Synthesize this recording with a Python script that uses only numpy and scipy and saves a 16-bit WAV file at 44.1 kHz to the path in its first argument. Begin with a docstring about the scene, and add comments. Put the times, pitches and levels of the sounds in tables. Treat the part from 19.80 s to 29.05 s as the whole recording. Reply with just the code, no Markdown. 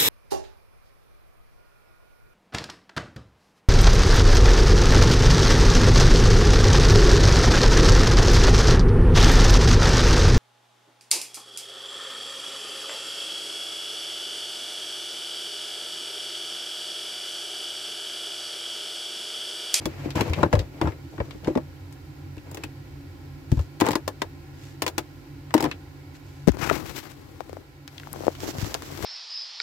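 """In a car boot, a carpeted plastic side panel is tugged loose, lifted out and put down.
Its knocks ring the floor, skin and rim; clips flick free, its edge scrapes, a glove brushes the carpet.
Then a phone is picked up: fingers bump its case and rub over its two microphone ports.
A low workshop drone resonates in the boot throughout."""
import sys
import numpy as np
from scipy import signal
from scipy.fft import rfft, irfft, next_fast_len
from scipy.io import wavfile
from scipy.ndimage import uniform_filter1d

SR = 44100
rng = np.random.default_rng(int(sys.argv[2]) if len(sys.argv) > 2 else 0)


def waveform_to_disk(signal):
    """Save audio, clipped to [-1, 1], as 16-bit WAV at the path in sys.argv[1]."""
    frames = np.transpose(np.atleast_2d(signal))
    scaled = np.clip(frames, -1, 1) * 32767
    samples = np.round(scaled).astype(np.int16)
    wavfile.write(sys.argv[1], SR, samples)


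N = 407925
TIME = np.arange(N) / SR
HIT_TIME = np.arange(int(0.3 * SR)) / SR

# Modes of floor, panel skin, rim and clips: (frequency [Hz], level [dB], free t60 [s])
FLOOR_MODES = [(58, -12, 0.2), (76, 4, 0.16), (93, 2, 0.17), (111, 1, 0.14), (135, -1, 0.14),
               (164, 0, 0.09), (190, 1, 0.06), (222, 1, 0.06)]
SKIN_MODES = [(251.6, -2, 0.11), (312.3, 2.5, 0.13), (344.6, -5, 0.16), (396, -0.5, 0.065),
              (439, -2.5, 0.042), (486.4, -1.5, 0.077), (523, 4, 0.057), (595, 2.5, 0.084)]
RIM_MODES = [(697, 1, 0.079), (834, 8, 0.035), (891, 3, 0.069), (975, 3, 0.066), (1055, 6.5, 0.055),
             (1213, 2, 0.058), (1412, 3.5, 0.035), (1675, 1, 0.076)]
CLIP_MODES = [(1938, 16, 0.16), (2344, 8, 0.21), (2784, 11, 0.22), (3490, 12, 0.3), (3910, 5.5, 0.093),
              (4190, 13, 0.066), (5020, 16, 0.033), (5850, 3, 0.021), (7440, 25, 0.013), (7000, -2, 0.026)]
# Hard plastic snap: (frequency [Hz], density [dB])
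SNAP_SPECTRUM = [(1000, -1), (1700, 3), (2500, 2.5), (3400, -2), (5000, -3.5), (7600, -8.5), (9300, -12.5),
                 (12500, -13), (16000, -16.5)]
# Position of the flexing skin: (time [s], left minus right [dB])
PANEL_PAN = [(0.5, 5.5), (1.7, 1.5), (3.7, 4), (4.05, 7), (5.1, 10), (5.8, 7.5)]
# Panel blows: (time [s], floor boom [dB], boom centre [Hz], skin flex [dB], flex centre [Hz],
# rim clack [dB], clack centre [Hz], edge snap [dB], snap tilt [dB/octave])
KNOCKS = [(0.0552, -30, 150, -25.5, 365, -34, 800, -31, 2.5),
          (0.252, -54, 171, -26.5, 312, -45, 700, -66, -14),
          (0.355, -29, 95, -27.5, 352, -35, 850, -39.5, 1), (0.39, -27, 90, -33, 400, -34, 850, -47, -4),
          (0.408, -26, 140, -23.5, 342, -32.5, 900, -27, -1), (0.478, -32, 130, -36, 477, -40, 800, -52, 2),
          (0.496, -20.5, 103, -34, 350, -44, 750, -46, 2), (0.586, -30, 95, -30.5, 543, -37, 760, -53, -8),
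          (0.6304, -21.5, 165, -20, 350, -18.5, 1030, -27, -6.5),
          (0.634, -36, 190, -20, 600, -22.5, 1000, -34, -11), (0.656, -35, 170, -28, 320, -50, 800, -55, 2),
          (0.728, -15.5, 85, -17.5, 527, -26, 980, -29, -5),
          (0.7351, -18.5, 125, -29, 326, -32, 1100, -36.5, -1),
          (0.752, -25, 80, -30, 450, -32, 1100, -36.5, -2), (0.767, -25, 79, -33, 527, -41, 800, -52, -4),
          (0.79, -22.5, 76, -33.5, 486, -51, 800, -44, -1),
          (1.0132, -29, 141, -21, 308, -25, 704, -32.5, -3),
          (1.038, -23.5, 112, -27.5, 317, -51, 800, -60, -10),
          (1.055, -25, 120, -34.5, 380, -36, 1400, -50, -9),
          (1.072, -24, 115, -28.5, 324, -28.5, 1150, -40, -7),
          (1.379, -38, 120, -34.5, 335, -43, 800, -47, -10),
          (1.401, -25, 115, -27, 453, -34, 800, -33.5, -12),
          (1.546, -44, 150, -41.5, 317, -60, 765, -66, -10),
          (1.672, -28, 155, -19.5, 340, -35, 726, -42.5, -3.5),
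          (1.679, -44, 190, -28.5, 500, -39.5, 800, -46, -1.5),
          (1.7, -37, 150, -30.5, 313, -57, 900, -60, -5),
          (1.753, -47, 170, -18, 273, -33, 760, -39.5, -4.5),
          (1.773, -30.5, 200, -27.5, 574, -32, 900, -42, -2.5),
          (2.567, -38.5, 110, -38.5, 302, -56, 750, -57, 1), (2.713, -47, 110, -44, 330, -51, 750, -47, 9),
          (2.745, -44, 110, -42, 368, -46, 800, -41.5, 5.5),
          (2.771, -55, 110, -37.5, 370, -45.5, 800, -43, 0.5),
          (2.837, -39, 110, -37.5, 320, -45, 750, -41, 4),
          (3.7165, -13.5, 117, -23, 245, -40.5, 700, -42, 2),
          (3.771, -16, 80, -39.5, 280, -45.5, 700, -59, -5),
          (3.792, -33, 125, -39, 500, -41, 796, -47, -0.5),
          (4.001, -48, 140, -39, 524, -41, 1100, -32.5, 2.5),
          (4.0077, -44, 140, -30.5, 405, -35.5, 900, -31.5, 5.5),
          (4.0106, -40, 200, -14.5, 303, -26, 850, -28, -2.5),
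          (4.016, -50, 140, -21, 383, -26.5, 880, -31, -5), (4.04, -53, 140, -29, 310, -39.5, 750, -41, -6),
          (4.048, -38, 140, -28, 330, -29, 750, -40, -6), (4.056, -57, 140, -33, 400, -39, 900, -42, 2),
          (4.0641, -42, 140, -34, 400, -24.5, 950, -32.5, 1.5),
          (4.075, -48, 140, -31, 480, -33.5, 1000, -33, -5),
          (4.086, -30.5, 136, -20.5, 332, -24.5, 850, -33.5, 2),
          (4.107, -52, 140, -35.5, 350, -36.5, 800, -33.5, 1.5),
          (4.115, -55, 140, -36.5, 400, -39.5, 850, -36, 2),
          (4.1311, -48, 140, -43, 353, -31.5, 800, -36, -1.5),
          (4.154, -40, 190, -22.5, 336, -26.5, 900, -28.5, 1),
          (4.2778, -66, 187, -29, 456, -30, 910, -33, 2.5),
          (4.418, -69, 190, -29, 400, -29, 844, -28.5, -1.5),
          (5.02, -45, 180, -29.5, 338, -30, 800, -26.5, 3), (5.037, -55, 180, -38, 400, -39, 1100, -43, -3),
          (5.064, -54, 180, -30, 404, -30, 900, -29, 0), (5.0782, -52, 180, -40, 340, -34.5, 800, -30, 2),
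          (5.18, -44, 190, -27, 326, -28.5, 795, -27, 1),
          (5.7398, -28, 185, -25, 403, -19, 960, -25.5, 2.5),
          (5.743, -38, 200, -12, 307, -36, 750, -36, -9), (5.765, -55, 180, -26, 310, -40.5, 750, -38, -3),
          (5.778, -50, 180, -41, 330, -32, 750, -33, -2), (5.798, -55, 180, -44, 380, -40, 800, -36, -9),
          (5.805, -48, 150, -28, 362, -30, 800, -33, 2.5), (5.825, -52, 150, -26, 347, -32, 800, -33.5, 2),
          (5.8402, -40, 150, -22, 312, -28, 860, -32, 0),
          (5.852, -39, 150, -29.5, 423, -33.5, 900, -38, -2),
          (5.859, -32.5, 150, -29, 308, -33, 750, -39, -6)]


def panel_knocks():
    """A blow shakes the floor, flexes the panel, rings its rim and snaps at the hard contact."""
    out = np.zeros((2, N))
    weak_mode_spectrum = [(400, 20.5), (650, 16), (1100, 6.5), (1700, 7.5), (2600, -33.5)]
    for s, boom_db, boom_hz, flex_db, flex_hz, clack_db, clack_hz, snap_db, tilt_db in KNOCKS:
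        rim_noise, snap_noise = rng.standard_normal((2, 2, len(HIT_TIME)))
        boom = ring(FLOOR_MODES, focus(FLOOR_MODES, boom_hz, db_per_octave=12),
                    rise_s=0.0065, scatter_db=1.5, detune=0.039, apart_hz=610, disorder=0.32)
        flex = ring(SKIN_MODES, focus(SKIN_MODES, flex_hz, db_per_octave=20.5),
                    rise_s=0.0012, scatter_db=1.5, detune=0.025, apart_hz=950, disorder=0.27)
        rim = ring(RIM_MODES, focus(RIM_MODES, clack_hz, db_per_octave=9.5),
                   rise_s=0.00098, scatter_db=0, detune=0.028, apart_hz=1370)
        weak_modes = colour(rim_noise, weak_mode_spectrum, alike_hz=874)
        weak_modes *= fade(rise_s=0.00052, t60_s=0.14, tail_db=-15, tail_t60_s=0.19)
        clack = at_level(at_level(rim, 0) + at_level(weak_modes, -7), clack_db)
        snap = at_level(edge_snap(snap_noise, tilt_db), snap_db)
        boom = at_level(boom * decay(0.45), boom_db, span_s=0.11)  # damped by the carpet
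        flex = at_level(flex * decay(0.4), flex_db, span_s=0.065)  # damped by the hand
        # the skin gives way later in a soft blow, where flex outweighs clack
        give_s = 0.00685 * np.clip((flex_db - clack_db) / 9, 0, 1) ** 2
        add(out, s, pan(boom, 3.4) + pan(clack, 7) + pan(snap, 2.2))
        add(out, s + give_s, pan(flex, np.interp(s, *np.transpose(PANEL_PAN))))
    return out


def edge_snap(noise, tilt_db):
    """A struck edge cracks, skids and catches twice more, and rings the clips that it damps."""
    crack = colour(noise, SNAP_SPECTRUM, alike_hz=700, tilt_db=tilt_db)
    crack *= fade(rise_s=0.0018, t60_s=0.013, tail_db=-20, tail_t60_s=0.08)
    clip_octaves = np.log2(np.array(CLIP_MODES)[:, 0])
    ping = ring(CLIP_MODES, tilt_db * clip_octaves,
                rise_s=0.0036, scatter_db=3, detune=0.054, apart_hz=1550)
    skid_lags_s = 0.0098 * rng.uniform(0.2, 1, 2)
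    skids = sum(np.pad(crack, ((0, 0), (int(s * SR), 0)))[:, :len(HIT_TIME)] for s in skid_lags_s)
    return at_level(crack + undb(-14) * skids, -0.3) + at_level(ping * decay(0.045), -6.5)


# Modes of a clip's prong: (frequency [x pitch], level [dB], t60 [s])
PRONG_MODES = [(1, 11, 0.036), (1.5, -12, 0.032), (2.8, -26, 0.015)]
# Clips flicking free: (time [s], level [dB], pitch [Hz], prong re click [dB])
FLICKS = [(0.305, -39, 3700, -17), (0.534, -29.5, 2680, -11), (0.792, -35.5, 3770, -6),
          (1.12, -51, 2100, -5), (1.509, -43, 2950, -23), (1.646, -44.5, 2980, -19),
          (2.125, -54.5, 7100, -10), (2.58, -53.5, 2670, 0), (2.8362, -38, 2530, -3),
          (4.182, -66, 5800, -5), (5.707, -43, 1290, -10), (5.9133, -33.5, 2570, -2.5),
          (6.351, -56, 2640, -21), (8.551, -46, 3000, -7)]


def clip_flicks():
    """A freed clip cracks, rings briefly at its own pitch and shakes the edges around it."""
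    out = np.zeros((2, N))
    for s, db, hz, prong_db in FLICKS:
        crack_noise, body_noise = rng.standard_normal((2, 2, len(HIT_TIME)))
        crack = colour(crack_noise, SNAP_SPECTRUM, alike_hz=700, tilt_db=4.5 * np.log2(hz / 4000))
        crack *= fade(rise_s=0.0002, t60_s=0.0091, tail_db=-13.5, tail_t60_s=0.076)
        body = colour(body_noise, peaks=[(hz, 0.81 * hz, 0)], alike_hz=700)
        body *= fade(rise_s=0.00091, t60_s=0.077, tail_db=-18, tail_t60_s=0.09)
        ping = ring(CLIP_MODES, focus(CLIP_MODES, hz, db_per_octave=4),
                    rise_s=0.00064, scatter_db=1.5, detune=0.04, apart_hz=1445)
        ping *= np.exp(-HIT_TIME / 0.011)
        modes = [(hz * ratio, mode_db, t60_s) for ratio, mode_db, t60_s in PRONG_MODES]
        prong = ring(modes, 0, rise_s=0.00032, scatter_db=1, detune=0.007, apart_hz=4970)
        click = at_level(crack, -3) + at_level(body, -4.5) + at_level(ping, -16)
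        add(out, s, pan((click + at_level(prong, prong_db)) * undb(db), 4))
    return out


# Edge scrape, carpet hiss and loose-edge rattle: (frequency [Hz], density [dB])
SCRAPE_SPECTRUM = [(60, -12), (95, 1.5), (160, 8.5), (230, 0), (330, 3.5), (480, 2.5), (620, 0),
                   (1000, -10), (1800, -26), (3500, -43)]
CARPET_SPECTRUM = [(600, 1), (1300, 2.5), (2400, 4.5), (3500, -4.5), (5000, -6.5), (7500, -11), (9500, -21),
                   (14000, -15), (16000, -31)]
RATTLE_SPECTRUM = [(300, 5), (900, 22), (1800, 1), (4000, -31), (9000, -31), (16000, -25)]
# Pulls over the carpet: (start [s], length [s], scrape [dB], hiss [dB])
TUGS = [(0, 0.3, -45.5, -49.5), (0.231, 0.032, -40, -67), (0.348, 0.068, -29, -34.5),
        (0.447, 0.092, -39, -46.5), (0.554, 0.081, -29.5, -43), (0.711, 0.098, -37.5, -49),
        (0.925, 0.08, -48.5, -57), (1.01, 0.076, -33.5, -47), (1.318, 0.19, -46.5, -62),
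        (1.624, 0.081, -40, -51.5), (2.648, 0.2, -48, -57), (3.996, 0.11, -31, -41.5),
        (5.788, 0.1, -35.5, -49)]


def panel_drag():
    """With each tug the panel's edge judders and rattles along while the carpet pile hisses."""
    scrape_gain, hiss_gain = np.zeros((2, N))
    for start_s, length_s, scrape_db, hiss_db in TUGS:
        pull = hold(TIME - start_s, length_s, rise_s=0.018, t60_s=0.25)
        scrape_gain += pull * undb(scrape_db)
        hiss_gain += pull * undb(hiss_db)
    scrape = colour(slips(per_s=1500, spread_db=-1.1), SCRAPE_SPECTRUM, alike_hz=770)
    scrape *= scrape_gain * flutter(depth_db=1.5, per_s=50)
    hiss = colour(rng.standard_normal((2, N)), CARPET_SPECTRUM, alike_hz=700)
    hiss *= hiss_gain * flutter(depth_db=2, per_s=60)
    contacts = np.abs(slips(per_s=83, spread_db=2)[0])
    chatter = signal.fftconvolve(contacts, decay(0.058))[:N]
    rattle = colour(rng.standard_normal((2, N)) * chatter, RATTLE_SPECTRUM, alike_hz=800)
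    rattle *= hiss_gain * undb(-1.5)
    return pan(scrape + rattle, 5.7) + pan(hiss, 0.47)


# Finger rasp: (frequency [Hz], density [dB])
RASP_SPECTRUM = [(700, -5), (1500, 2.5), (2700, -1), (4000, -0.5), (5500, 2), (7500, -1.5), (9300, -15.5),
                 (12500, -6), (16000, -13)]
# Bumps on the phone: (time [s], bump [dB], pitch [Hz], click [dB], left minus right [dB])
TAPS = [(6.6732, -19, 350, -19.5, 28), (6.677, 1.5, 169, -10, 45), (6.684, -2.5, 382, -8.5, 43),
        (6.6911, -6, 267, -14, 40), (6.697, -12, 63, -50, 36), (6.7188, -28, 1150, -21.5, 28),
        (6.7702, -22, 446, -25, 29), (6.826, -18, 129, -40, 18), (6.8748, -17, 500, -23, 11),
        (6.8927, -14.5, 1500, -29, 30), (6.8978, -5.5, 1180, -11.5, 38), (6.8994, -6.5, 1510, -29, 38),
        (6.912, -2, 376, -37, 41), (6.9155, -13, 620, -37, 39), (6.9614, -21, 470, -31, 30),
        (7.057, -30, 700, -26, -16), (7.202, -38, 5500, -35, -10), (7.317, -32, 7000, -26, 15),
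        (7.6062, -16, 556, -24, 33), (7.695, -29, 440, -28, 24), (7.73, -21, 312, -28, 34),
        (7.7692, -26, 517, -39, 16), (8.0778, -25.5, 3630, -21, 4), (8.181, -22, 3200, -39, 4),
        (8.199, -27, 2380, -30, -1), (8.234, -30, 1510, -48, 2), (8.272, -26, 824, -36, 20),
        (8.338, -27, 930, -40, 20), (8.33, -13, 12100, -30, 26), (8.3612, -25, 483, -30, 21),
        (8.407, -25, 380, -46, 28), (8.4364, -24, 473, -38, 26), (8.468, -10, 380, -20.5, 29),
        (8.481, -2.5, 465, -34, 48), (8.604, -22.5, 5500, -23, -10), (8.6334, -18, 327, -25, 22),
        (8.6791, -18, 290, -36, 27), (8.688, -17, 293, -36, 27), (8.757, -35, 1000, -35, 10),
        (8.784, -19, 92, -19, 6), (8.826, -16, 89.5, -20, 12), (8.845, -26, 105, -18, 17),
        (8.9425, -8.5, 4350, -8, -4), (8.9491, -13.5, 550, -12.5, 30), (9.022, -47, 4170, -18, 4),
        (9.175, -25, 3500, -22, 16), (9.226, -25, 1000, -14.5, 30)]


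def finger_taps():
    """A bump swings the air in a port for a cycle or two; the case clicks and rings briefly."""
    out = np.zeros((2, N))
    for s, bump_db, hz, click_db, left_db in TAPS:
        case_noise, spray_noise = rng.standard_normal((2, 2, len(HIT_TIME)))
        cycles = hz * HIT_TIME
        swing = (1 - np.exp(-cycles / 0.24)) ** 2 * np.exp(-cycles / 0.54)
        bump = np.gradient(-np.sin(2 * np.pi * cycles) * swing)
        bump /= np.abs(bump).max()
        case = colour(case_noise, peaks=[(hz, 0.5 * hz, 0)], alike_hz=150)
        case *= fade(rise_s=0.00023, t60_s=0.033 * (hz / 400) ** -0.35, tail_db=-39, tail_t60_s=0.17)
        # a nail or grain of grit: one spike, then a spray of crackle
        spike = np.cos(2 * np.pi * 6500 * HIT_TIME) * np.exp(-HIT_TIME / 0.000041)
        spray = colour(spray_noise, RASP_SPECTRUM, alike_hz=300, tilt_db=-4.5)
        spray *= fade(rise_s=0.0001, t60_s=0.004, tail_db=-11.5, tail_t60_s=0.065)
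        tap = undb(bump_db) * (bump + undb(-7) * case) + undb(click_db) * (spike + undb(-7) * spray)
        add(out, s, pan(tap / np.sqrt(2), left_db))
    return out


# Fingertip hiss and case rumble: (frequency [Hz], density [dB])
FINGER_SPECTRUM = [(600, 2.5), (1500, 6.5), (3500, 4), (6500, -0.5), (8000, -1.5), (9300, -10),
                   (12000, -0.5), (16000, -7.5)]
CASE_SPECTRUM = [(40, 6), (90, 10.5), (200, 3.5), (330, 11), (700, -7), (1100, -6), (2200, -29.5)]
# Left-port strokes: (start [s], length [s], hiss [dB], hollow [dB], hollow pitch [Hz], rumble [dB])
STROKES = [(6.728, 0.019, -53, -41, 1500, -32.5), (6.775, 0.04, -40, -38.5, 1600, -33),
           (6.807, 0.04, -36.5, -26, 1570, -31.5), (6.853, 0.07, -40, -38.5, 1670, -29.5),
           (6.915, 0.052, -34.5, -33, 1440, -29), (6.983, 0.059, -48, -50, 1270, -32.5),
           (7.046, 0.041, -40, -46, 1890, -54), (7.084, 0.021, -37.5, -58, 2000, -33),
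           (7.132, 0.016, -47, -60, 1600, -42), (7.15, 0.038, -34, -53, 1580, -39.5),
           (7.217, 0.056, -49.5, -44, 1340, -43), (7.284, 0.026, -45.5, -62, 1690, -44.5),
           (7.349, 0.46, -57, -61, 1290, -46)]


def finger_strokes():
    """A stroke hisses over the left port and rings the gap under the finger; the right hears little."""
    out = np.zeros((2, N))
    leak_db, far_rasp_db = -41, -18.5
    hiss = colour(slips(per_s=22000, spread_db=1), FINGER_SPECTRUM, alike_hz=200)[0]
    rasp = colour(slips(per_s=12000, spread_db=-3), RASP_SPECTRUM, alike_hz=200)[1]
    rumble = colour(slips(per_s=2500, spread_db=0), CASE_SPECTRUM, alike_hz=120)[0]
    grit = slips(per_s=8000, spread_db=2)
    judder = flutter(depth_db=2.4, per_s=170)
    for start_s, length_s, hiss_db, hollow_db, hollow_hz, rumble_db in STROKES:
        i = int(start_s * SR)
        span = slice(i, i + SR // 2)
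        press = hold(TIME[span] - TIME[i], length_s, rise_s=0.017, t60_s=0.17)
        hollow = finger_gap(grit[:, span], hollow_hz) * undb(hollow_db)
        left = (hiss[span] * undb(hiss_db) + hollow) * judder[span] + rumble[span] * undb(rumble_db)
        right = left * undb(leak_db) + rasp[span] * undb(hiss_db + far_rasp_db)
        add(out, start_s, press * np.array([left, right]))
    return out


# Finger catching on the case: (frequency [Hz], density [dB])
CATCH_SPECTRUM = [(150, -8), (330, -6), (700, 7), (1300, -10), (4000, -30)]
# Shifting grip: (time [s], hiss [dB], hiss left minus right [dB], rumble [dB])
REGRIP = [(8.1, -55.5, 25, -60), (8.3, -53, 3, -47), (8.45, -45, 4.5, -38), (8.52, -51, 5, -49),
          (8.58, -52.5, 0, -53), (8.63, -38, -4, -36.5), (8.72, -44, -5, -41), (8.85, -38.5, -5, -36.5),
          (8.91, -42, 4, -40), (9.0, -48.5, 4, -43), (9.17, -42.5, 6.5, -41.5), (9.25, -36.5, 15, -26)]


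def finger_rub():
    """The grip shifts: each port hears its own gritty hiss; fingers catch and the case rumbles."""
    hiss_db, left_db, rumble_db = curves(REGRIP)
    touching = uniform_filter1d((TIME >= REGRIP[0][0]).astype(float), size=2000)
    light = colour(slips(per_s=14000, spread_db=3.5), FINGER_SPECTRUM, alike_hz=200)[0]
    hollow = finger_gap(slips(per_s=4400, spread_db=3), hz=1170)
    # a firm finger shakes the case more and turns light hiss into hollow scrape
    firmness = np.clip(0.5 + 0.05 * (rumble_db + 24), 0.08, 0.7)
    left = np.sqrt(1 - firmness) * light + np.sqrt(firmness) * hollow
    left *= flutter(depth_db=1.4, per_s=80)
    right = colour(slips(per_s=9000, spread_db=3), RASP_SPECTRUM, alike_hz=201)[1]
    right *= flutter(depth_db=3.9, per_s=64)
    hiss = pan(np.array([left, right]), left_db) * undb(hiss_db)
    rumble = colour(slips(per_s=2500, spread_db=3), CASE_SPECTRUM, alike_hz=120)
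    rumble *= flutter(depth_db=2, per_s=60)
    catches = colour(slips(per_s=100, spread_db=2), CATCH_SPECTRUM, alike_hz=300) * undb(-7)
    return touching * (hiss + pan((rumble + catches) * undb(rumble_db), 9.2))


# Resonances between finger and port: (frequency [x pitch], width [x pitch], level [dB])
GAP_PEAKS = [(0.55, 0.2, 2.5), (0.92, 0.3, 1.5), (1.5, 0.45, -1), (3.6, 1.6, -12)]


def finger_gap(grit, hz):
    """Friction rings the small hollow between finger and port."""
    peaks = [(hz * ratio, hz * width, db) for ratio, width, db in GAP_PEAKS]
    return colour(grit, peaks=peaks, alike_hz=200)[0]


# Glove friction: (frequency [Hz], density [dB])
GLOVE_SPECTRUM = [(1500, 0), (2800, -2.5), (4800, -3), (7500, -5), (9300, -16), (13000, -12), (16000, -22)]
# Passes over carpet and sill: (start [s], length [s], level [dB])
BRUSHES = [(1.107, 0.8, -60), (3.677, 0.2, -53.5), (4.733, 0.24, -53), (6.334, 0.043, -52.5),
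           (6.4, 0.32, -60)]


def glove_brushes():
    """Thin rubber drags over the pile; each pass swells and fades softly."""
    touch = sum(np.sin(np.pi * np.clip((TIME - start_s) / length_s, 0, 1)) * undb(db)
                for start_s, length_s, db in BRUSHES)
    friction = colour(slips(per_s=12000, spread_db=4.5), GLOVE_SPECTRUM, alike_hz=700)
    return friction * touch * flutter(depth_db=1.5, per_s=38)


# Boot resonances: (frequency [Hz], width [Hz], level [dB])
BOOT_PEAKS = [(57.3, 19, -8), (91.9, 17, 1.5), (140.8, 11.9, 2.5), (280.5, 17.3, -8.5), (318.5, 75, -10.5)]
# Drone swell: (time [s], level [dB])
DRONE_LEVEL = [(0, -36.5), (1.5, -42), (3, -41.5), (4.7, -42), (6.6, -42.5), (7.2, -45.5), (7.6, -48),
               (8.2, -46.5), (8.6, -42.5), (9.25, -46)]
# Workshop air: (frequency [Hz], density [dB])
AIR_SPECTRUM = [(25, -13), (60, -22), (110, -22), (190, -11), (330, -9.5), (480, -13), (620, -13.5),
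                (980, -13), (1180, -21.5), (1420, -14.5), (1650, -18.5), (2200, -17.5), (3300, -25),
                (4600, -23), (6200, -29.5), (8200, -31.5), (9000, -39.5), (10300, -35.5), (11200, -30.5),
                (13500, -35), (14300, -26), (15000, -34), (16000, -43)]


def workshop():
    """A drone booms in the hollow boot over a soft wash of air that partly follows its swell."""
    drone_db, = curves(DRONE_LEVEL)
    drone = colour(rng.standard_normal((2, N)), peaks=BOOT_PEAKS, alike_hz=530) * undb(drone_db)
    wash = boot_walls(rng.standard_normal((2, N)), echo_db=-19, longest_s=0.0091)
    air_db = -50.5 + 0.4 * (drone_db - drone_db[0])
    air = colour(wash, AIR_SPECTRUM, alike_hz=506) * undb(air_db) * flutter(depth_db=0.018, per_s=3.2)
    return pan(drone, -1.4) + pan(air, -1.6)


def boot_walls(x, echo_db, longest_s, count=10):
    """Near walls add early echoes that ripple the spectrum differently at each port."""
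    lags = (rng.uniform(0.1, 1, (2, count)) * longest_s * SR).astype(int)
    echoes = [sum((-1) ** k * np.roll(port, lag) for k, lag in enumerate(port_lags))
              for port, port_lags in zip(x, lags)]
    return unit_rms(x + undb(echo_db) * np.array(echoes))


def ring(modes, contact_db, rise_s, scatter_db, detune, apart_hz, disorder=1):
    """Damped modes weighted by contact and chance; higher modes reach the ports out of step."""
    hz, db, t60_s = np.transpose(modes)
    size, shift, phase, lag = rng.standard_normal((4, len(hz)))
    poles = 2j * np.pi * hz * (1 + detune * shift) - np.log(1000) / t60_s
    port_phases = np.pi * disorder * phase + np.outer([1, -1], lag * hz / apart_hz)
    weights = undb(db + contact_db + scatter_db * size) * np.exp(1j * port_phases)
    return (weights @ np.exp(np.outer(poles, HIT_TIME))).imag * (1 - np.exp(-HIT_TIME / rise_s))


def focus(modes, hz, db_per_octave):
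    """Mode weights in dB: the place of contact favours those near hz."""
    return -db_per_octave * np.abs(np.log2(np.array(modes)[:, 0] / hz))


def slips(per_s, spread_db):
    """Two trains of tiny stick-slip releases, random in time and size."""
    sizes = undb(spread_db * np.minimum(rng.exponential(size=(2, N)), 5))
    return (rng.random((2, N)) < per_s / SR) * sizes * rng.standard_normal((2, N))


def colour(x, spectrum=None, *, alike_hz, tilt_db=0, peaks=None):
    """Shape two noises by a spectrum or peaks, at rms 1; long waves reach both ports alike."""
    size = next_fast_len(x.shape[1])
    f = np.arange(size // 2 + 1) * SR / size + 1
    if peaks is None:
        hz, db = np.transpose(spectrum)
        octaves = np.log2(np.maximum(f, hz[0]) / hz[0])
        low_cut = np.minimum(f / hz[0], 1) ** 2
        gain = undb(np.interp(np.log(f), np.log(hz), db) + tilt_db * octaves) * low_cut
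    else:
        gain = sum(undb(db) / (1 + ((f - hz) / width) ** 2) ** 2 for hz, width, db in peaks)
    likeness = 1 / (1 + (f / alike_hz) ** 2)
    mid, side = rfft(x, size) * gain * np.sqrt([1 + likeness, 1 - likeness])
    return unit_rms(irfft(np.array([mid + side, mid - side]), size)[:, :x.shape[1]])


def flutter(depth_db, per_s):
    """A gain that glides between random levels."""
    step = int(SR / per_s)
    levels = np.repeat(rng.standard_normal(N // step + 1), step)[:N]
    return undb(0.9 * depth_db * uniform_filter1d(levels, step))


def decay(t60_s, t=HIT_TIME):
    """Exponential fall, 60 dB in t60_s."""
    return undb(-60 * t / t60_s)


def fade(rise_s, t60_s, tail_db, tail_t60_s):
    """Quick build-up between the boot's walls, fast decay, then a faint room tail."""
    return (1 - np.exp(-HIT_TIME / rise_s)) * (decay(t60_s) + undb(tail_db) * decay(tail_t60_s))


def hold(t, length_s, rise_s, t60_s):
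    """A force builds up, holds until length_s and dies away."""
    return np.clip(t / rise_s, 0, 1) * decay(t60_s, np.clip(t - length_s, 0, 2))


def at_level(x, db, span_s=0.027):
    """Scale a blow so that its first span_s hold the energy of 20 ms at the given level."""
    energy = np.sum(x[:, :int(span_s * SR)] ** 2)
    return x * undb(db) / np.sqrt(energy / (2 * SR * 0.02))


def undb(db):
    """Decibels to gain."""
    return 10 ** (np.asarray(db) / 20)


def unit_rms(x):
    """Scale to rms 1."""
    return x / np.sqrt(np.mean(x ** 2))


def curves(table):
    """Table columns, interpolated linearly in time."""
    s, *columns = np.transpose(table)
    return [np.interp(TIME, s, column) for column in columns]


def pan(x, left_db):
    """Lean left at constant power."""
    gains = undb(np.array([left_db, -left_db]) / 2).reshape(2, -1)
    return x * gains / np.sqrt(np.mean(gains ** 2, axis=0))


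def add(out, s, x):
    """Mix x in from time s."""
    i = max(int(s * SR), 0)
    out[:, i:i + x.shape[1]] += x[:, :N - i]


def scene():
    """Panel, hands and workshop together."""
    panel_work = panel_knocks() + clip_flicks() + panel_drag() + glove_brushes()
    phone_handling = finger_taps() + finger_strokes() + finger_rub()
    return panel_work + phone_handling + workshop()


def record(dry):
    """The phone thins the deepest bass, clips at full scale and cuts the top."""
    low_cut = signal.butter(4, 42, "highpass", fs=SR, output="sos")
    top_cut = signal.ellip(10, 0.2, 80, 16000, fs=SR, output="sos")
    clipped = np.clip(signal.sosfilt(low_cut, dry), -1, 1)
    return signal.sosfilt(top_cut, clipped)


dry = scene()
out = record(dry)
waveform_to_disk(out)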